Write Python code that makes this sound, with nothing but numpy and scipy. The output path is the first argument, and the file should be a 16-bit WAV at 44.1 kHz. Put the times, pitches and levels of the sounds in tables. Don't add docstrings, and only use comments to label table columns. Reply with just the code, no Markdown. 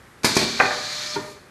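import sys
import numpy as np
from scipy import signal
from scipy.fft import rfft, irfft
from scipy.io import wavfile
from scipy.ndimage import uniform_filter1d

SR = 44100
rng = np.random.default_rng(int(sys.argv[2]) if len(sys.argv) > 2 else 0)


def wrap_up_sound(samples):
    columns = np.atleast_2d(samples).T
    tamed = np.clip(columns, -1, 1)
    steps = np.round(tamed * 32767).astype(np.int16)
    wavfile.write(sys.argv[1], SR, steps)


N = 66150


def undb(db):
    return 10 ** (np.asarray(db) / 20)


def seconds():
    return np.arange(N) / SR


def curve(table, col=1):
    return np.interp(seconds(), [row[0] for row in table], [row[col] for row in table])


def decay(age, t60):
    return 1000. ** (-age / t60)


def noise(colour):
    hz, db = np.array(colour, float).T
    f = np.fft.rfftfreq(N, 1 / SR) + 1
    gain = undb(np.interp(np.log(f), np.log(hz), db))
    gain *= np.minimum(f / hz[0], 1) ** 3
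    gain *= np.minimum(hz[-1] / f, 1) ** 6
    x = irfft(rfft(rng.standard_normal(N)) * gain, N)
    return x / x.std()


def band(x, hz, width):
    y = signal.lfilter(*signal.iirpeak(hz, hz / max(width, 1), SR), x)
    return y / y.std()


def walk(rate):
    k = int(SR / rate)
    x = uniform_filter1d(uniform_filter1d(rng.standard_normal(N), k), k)
    return (x - x.mean()) / x.std()


def struck(blows, modes, colour, bloom=1e-5, punch_db=-20):
    out, grit = np.zeros(N), noise(colour)
    hz, db, t60 = np.array(modes, float).T[:, :, None]
    lucks = rng.standard_normal((len(blows), len(modes), 1))
    for (start, peak_db, contact, crack_db, crack_t60), luck in zip(blows, lucks):
        age = np.clip(seconds() - start, 0, None)[int(start * SR):]
        tones = np.sin(2 * np.pi * hz * (1 + 0.0056 * luck[::-1]) * age)
        rings = -(undb(db + luck) * tones * decay(age, t60)).sum(axis=0)
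        swell = 1 - np.exp(-(age / bloom) ** 2)
        push = np.hanning(max(int(contact * SR), 1) + 2)[1:-1]
        ring = signal.fftconvolve(rings * swell, push)[:len(age)]
        ring /= np.abs(ring).max()
        ring[:len(push)] -= undb(punch_db) * push
        crack = grit[-len(age):] * (1 - np.exp(-age / 0.0007)) * decay(age, crack_t60)
        out[-len(age):] += undb(peak_db) * ring + undb(crack_db) * crack
    return out


# frequency in Hz, density in dB per Hz.
HUM_COLOUR = [(40, 8), (124, -4), (196, -7.5), (463, -10.5), (644, -14.5), (1730, -12.5), (2500, -20),
              (2940, -24), (12800, -32.5)]


def hum():
    level_db = -44.5 + 1.0 * walk(8.1)
    return undb(level_db) * noise(HUM_COLOUR)


# start in seconds, ring peak in dB, contact in seconds,
# crack level in dB, crack t60 in seconds.
FRAME_KNOCKS = [(.233, -51, 0.00032, -26.5, 0.38), (.2452, -7, 0.00048, -10.5, 0.11),
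                (.367, -7, 0.00071, -11, 0.067), (.389, -37, 0.001, -23.5, 0.22),
                (.414, -21, 0.0016, -26, 0.019), (.426, -18.5, 0.00078, -33.5, 0.34)]
# frequency in Hz, level in dB, t60 in seconds.
FRAME_MODES = [(168, -5.5, 0.18), (227.8, -4, 0.32), (312.4, -7.5, 0.5), (390.4, 10.5, 0.069),
               (445.6, 1, 0.089), (636, -1.5, 0.16), (1095, -0.5, 0.17), (1717, 8, 0.12),
               (2464, 18.5, 0.053), (4600, 0, .045), (5030, 0, .04)]
# frequency in Hz, density in dB per Hz.
FRAME_CRACK_COLOUR = [(200, -1), (390, -2), (972, -5.5), (1300, -12), (2370, -3), (2970, -17), (4830, -3),
                      (5460, -8), (12800, -22)]


def knocks():
    return struck(FRAME_KNOCKS, FRAME_MODES, FRAME_CRACK_COLOUR, punch_db=4)


# frequency in Hz, t60 in seconds.
ROOM_DECAY = [(100, 0.53), (400, 0.79), (1500, 0.21), (5000, 0.28), (12000, 0.6)]


def room(x):
    t = seconds()
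    hz, t60s = np.array(ROOM_DECAY).T
    build = 1 - np.exp(-(t / 0.018) ** 2)
    tail = np.zeros(N)
    for f in 60 * 2. ** np.arange(8):
        t60 = np.interp(np.log(f), np.log(hz), t60s)
        octave = band(rng.standard_normal(N), f, 0.46 * f)
        tail += octave * np.sqrt(f / t60) * decay(t, t60) * build
    return signal.fftconvolve(x, tail / np.sqrt(np.sum(tail ** 2)))[:N]


# time in seconds, centre in Hz, share in dB.
CHAMBER_COURSE = [(.95, 4250, -10.5), (1.04, 4394, -10), (1.11, 5400, 1), (1.16, 4990, -20)]


def chamber():
    wander_hz = 1100
    turn = 2 * np.pi * np.cumsum(curve(CHAMBER_COURSE)) / SR
    moving = walk(wander_hz) * np.cos(turn) + walk(wander_hz) * np.sin(turn)
    return undb(curve(CHAMBER_COURSE, 2)) * moving


# time in seconds, flow level in dB, share of the 5-7 kHz hiss in dB,
# share of the top sizzle in dB.
AIR_FLOW = [(.246, -24.5, -16, 0), (.349, -29, -5.5, -21), (.356, -23.5, -2, -8), (.42, -25.5, -21, -30),
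            (.5, -29.5, -10, -20), (.6, -31, -9, -18.5), (.95, -32, -8, -18), (1.04, -32, -8, -17),
            (1.11, -34, -3.5, -16), (1.156, -29.5, -15, -20), (1.172, -44.5, -4, -8), (1.32, -48, -8, -6),
            (1.44, -64.5, -20, -28.5)]
# frequency in Hz, density in dB per Hz.
JET_COLOUR = [(120, -6.5), (300, -14.5), (520, -18.5), (1170, -7.5), (1800, -5), (2810, -10), (4160, 0.5),
              (6500, -12.5), (8500, -27.5)]
# frequency in Hz, width in Hz, level in dB.
SILENCER_RESONANCES = [(2333, 38, -10), (3990, 40, -23), (4320, 74, -9.5), (4517, 26, -14.5)]


def exhaust():
    white = rng.standard_normal(N)
    jet = noise(JET_COLOUR)
    for hz, width, db in SILENCER_RESONANCES:
        jet += undb(db + 0.65 * walk(7.3)) * band(white, hz, width)
    hiss = undb(curve(AIR_FLOW, 2)) * noise([(4700, -10.5), (5300, -2.5), (6500, 1.0)])
    sizzle = undb(curve(AIR_FLOW, 3)) * noise([(7500, 2.5), (12800, 1.0)])
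    flutter = undb(.7 * walk(30))
    flow = (seconds() > AIR_FLOW[0][0]) * undb(curve(AIR_FLOW))
    return flow * flutter * (jet + chamber() + hiss + sizzle)


# start in seconds, ring peak in dB,
# contact in seconds, crack level in dB, crack t60 in seconds.
SLIDE_SLAMS = [(.592, -57, .0001, -24, 0.27), (.6005, 0.5, 0.0001, -5, 0.073),
               (.6118, -15.5, 0.00017, -22, 0.017), (.634, -11.5, 0.00092, -24, 0.046),
               (.655, -9.5, 0.00014, -23, 0.1), (.708, -58, 0.00026, -22, 0.17),
               (.727, -27, 0.00098, -54, 0.075)]
# frequency in Hz, level in dB, t60 in seconds.
SLIDE_MODES = [(267, -10.5, 0.62), (411, 5.5, 0.21), (494.6, -3, 0.34), (766.5, 8.5, 0.14), (1135, 6, 0.17),
               (1586, 9, 0.11), (1697, 10.5, 0.05), (1938, 12, 0.057), (2510, -2, 0.046),
               (2440, 16.5, 0.04)]
# frequency in Hz, density in dB per Hz.
SLIDE_CRACK_COLOUR = [(200, -18.5), (415, -11.5), (770, 3), (1000, -6.5), (1640, 1.5), (2300, -7),
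                      (2700, -46)]


def slams():
    return struck(SLIDE_SLAMS, SLIDE_MODES, SLIDE_CRACK_COLOUR)


# multiple of the pitch, level in dB.
WHINE_PARTIALS = [(1, 2), (2, -3.5), (3, -3.5)]
# time in seconds, pitch in Hz, level in dB.
WHINE_PATH = [(.6, 596, -79), (.64, 599.5, -31.5), (.74, 600.6, -34.5), (.9, 600, -44),
              (1.15, 602.6, -42.5), (1.26, 610, -38.5), (1.37, 597, -52.5), (1.41, 594, -61)]


def whine():
    turn = 2 * np.pi * np.cumsum(curve(WHINE_PATH)) / SR
    partials = sum(undb(db + .8 * k * walk(14)) * np.sin(k * turn) for k, db in WHINE_PARTIALS)
    return undb(curve(WHINE_PATH, 2)) * partials


# frequency in Hz, width in Hz, level in dB.
SHUDDER_RESONANCES = [(765, 26, -3.5), (1204, 21, -4), (1690, 51, -1)]


def shudder():
    start_s, level_db, rise_s, t60_s = 0.641, -30, 0.022, 0.93
    age = np.clip(seconds() - start_s, 0, None)
    rings = np.zeros(N)
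    for hz, width, db in SHUDDER_RESONANCES:
        rings += undb(db + 1.9 * walk(20)) * band(rng.standard_normal(N), hz, width)
    return undb(level_db) * (1 - np.exp(-age / rise_s)) * decay(age, t60_s) * rings


# start in seconds, ring peak in dB, contact in seconds,
# crack level in dB, crack t60 in seconds.
HEAD_THUDS = [(1.1575, -14, 0.00034, -30, 0.47)]
# frequency in Hz, level in dB, t60 in seconds.
BRACKET_MODES = [(123.6, -2, 0.084), (301.5, -6.5, 0.12), (405, -1, 0.14), (922.4, 8, 0.055),
                 (1440, 0.5, 0.05)]
# frequency in Hz, density in dB per Hz.
BRACKET_CRACK_COLOUR = [(100, 2), (411, -2.5), (700, -7), (930, -2), (1150, -7.5), (2500, -12)]


def thud():
    return struck(HEAD_THUDS, BRACKET_MODES, BRACKET_CRACK_COLOUR, bloom=.009)


def scene():
    room_db, thud_send_db = -9.5, -3
    machine = knocks() + exhaust() + slams() + shudder()
    head = thud()
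    reflections = undb(room_db) * room(machine + undb(thud_send_db) * head)
    mono = machine + head + reflections + whine() + hum()
    return np.array([mono, mono])


def record(dry):
    low_hz, top_hz = 107.5, 12650
    bass_cut = signal.butter(2, low_hz, "high", fs=SR, output="sos")
    top_cut = signal.ellip(10, .2, 80, top_hz, fs=SR, output="sos")
    rounded = np.tanh(0.76 * signal.sosfilt(bass_cut, dry)) / 0.86
    return signal.sosfilt(top_cut, rounded)


dry = scene()
out = record(dry)
wrap_up_sound(out)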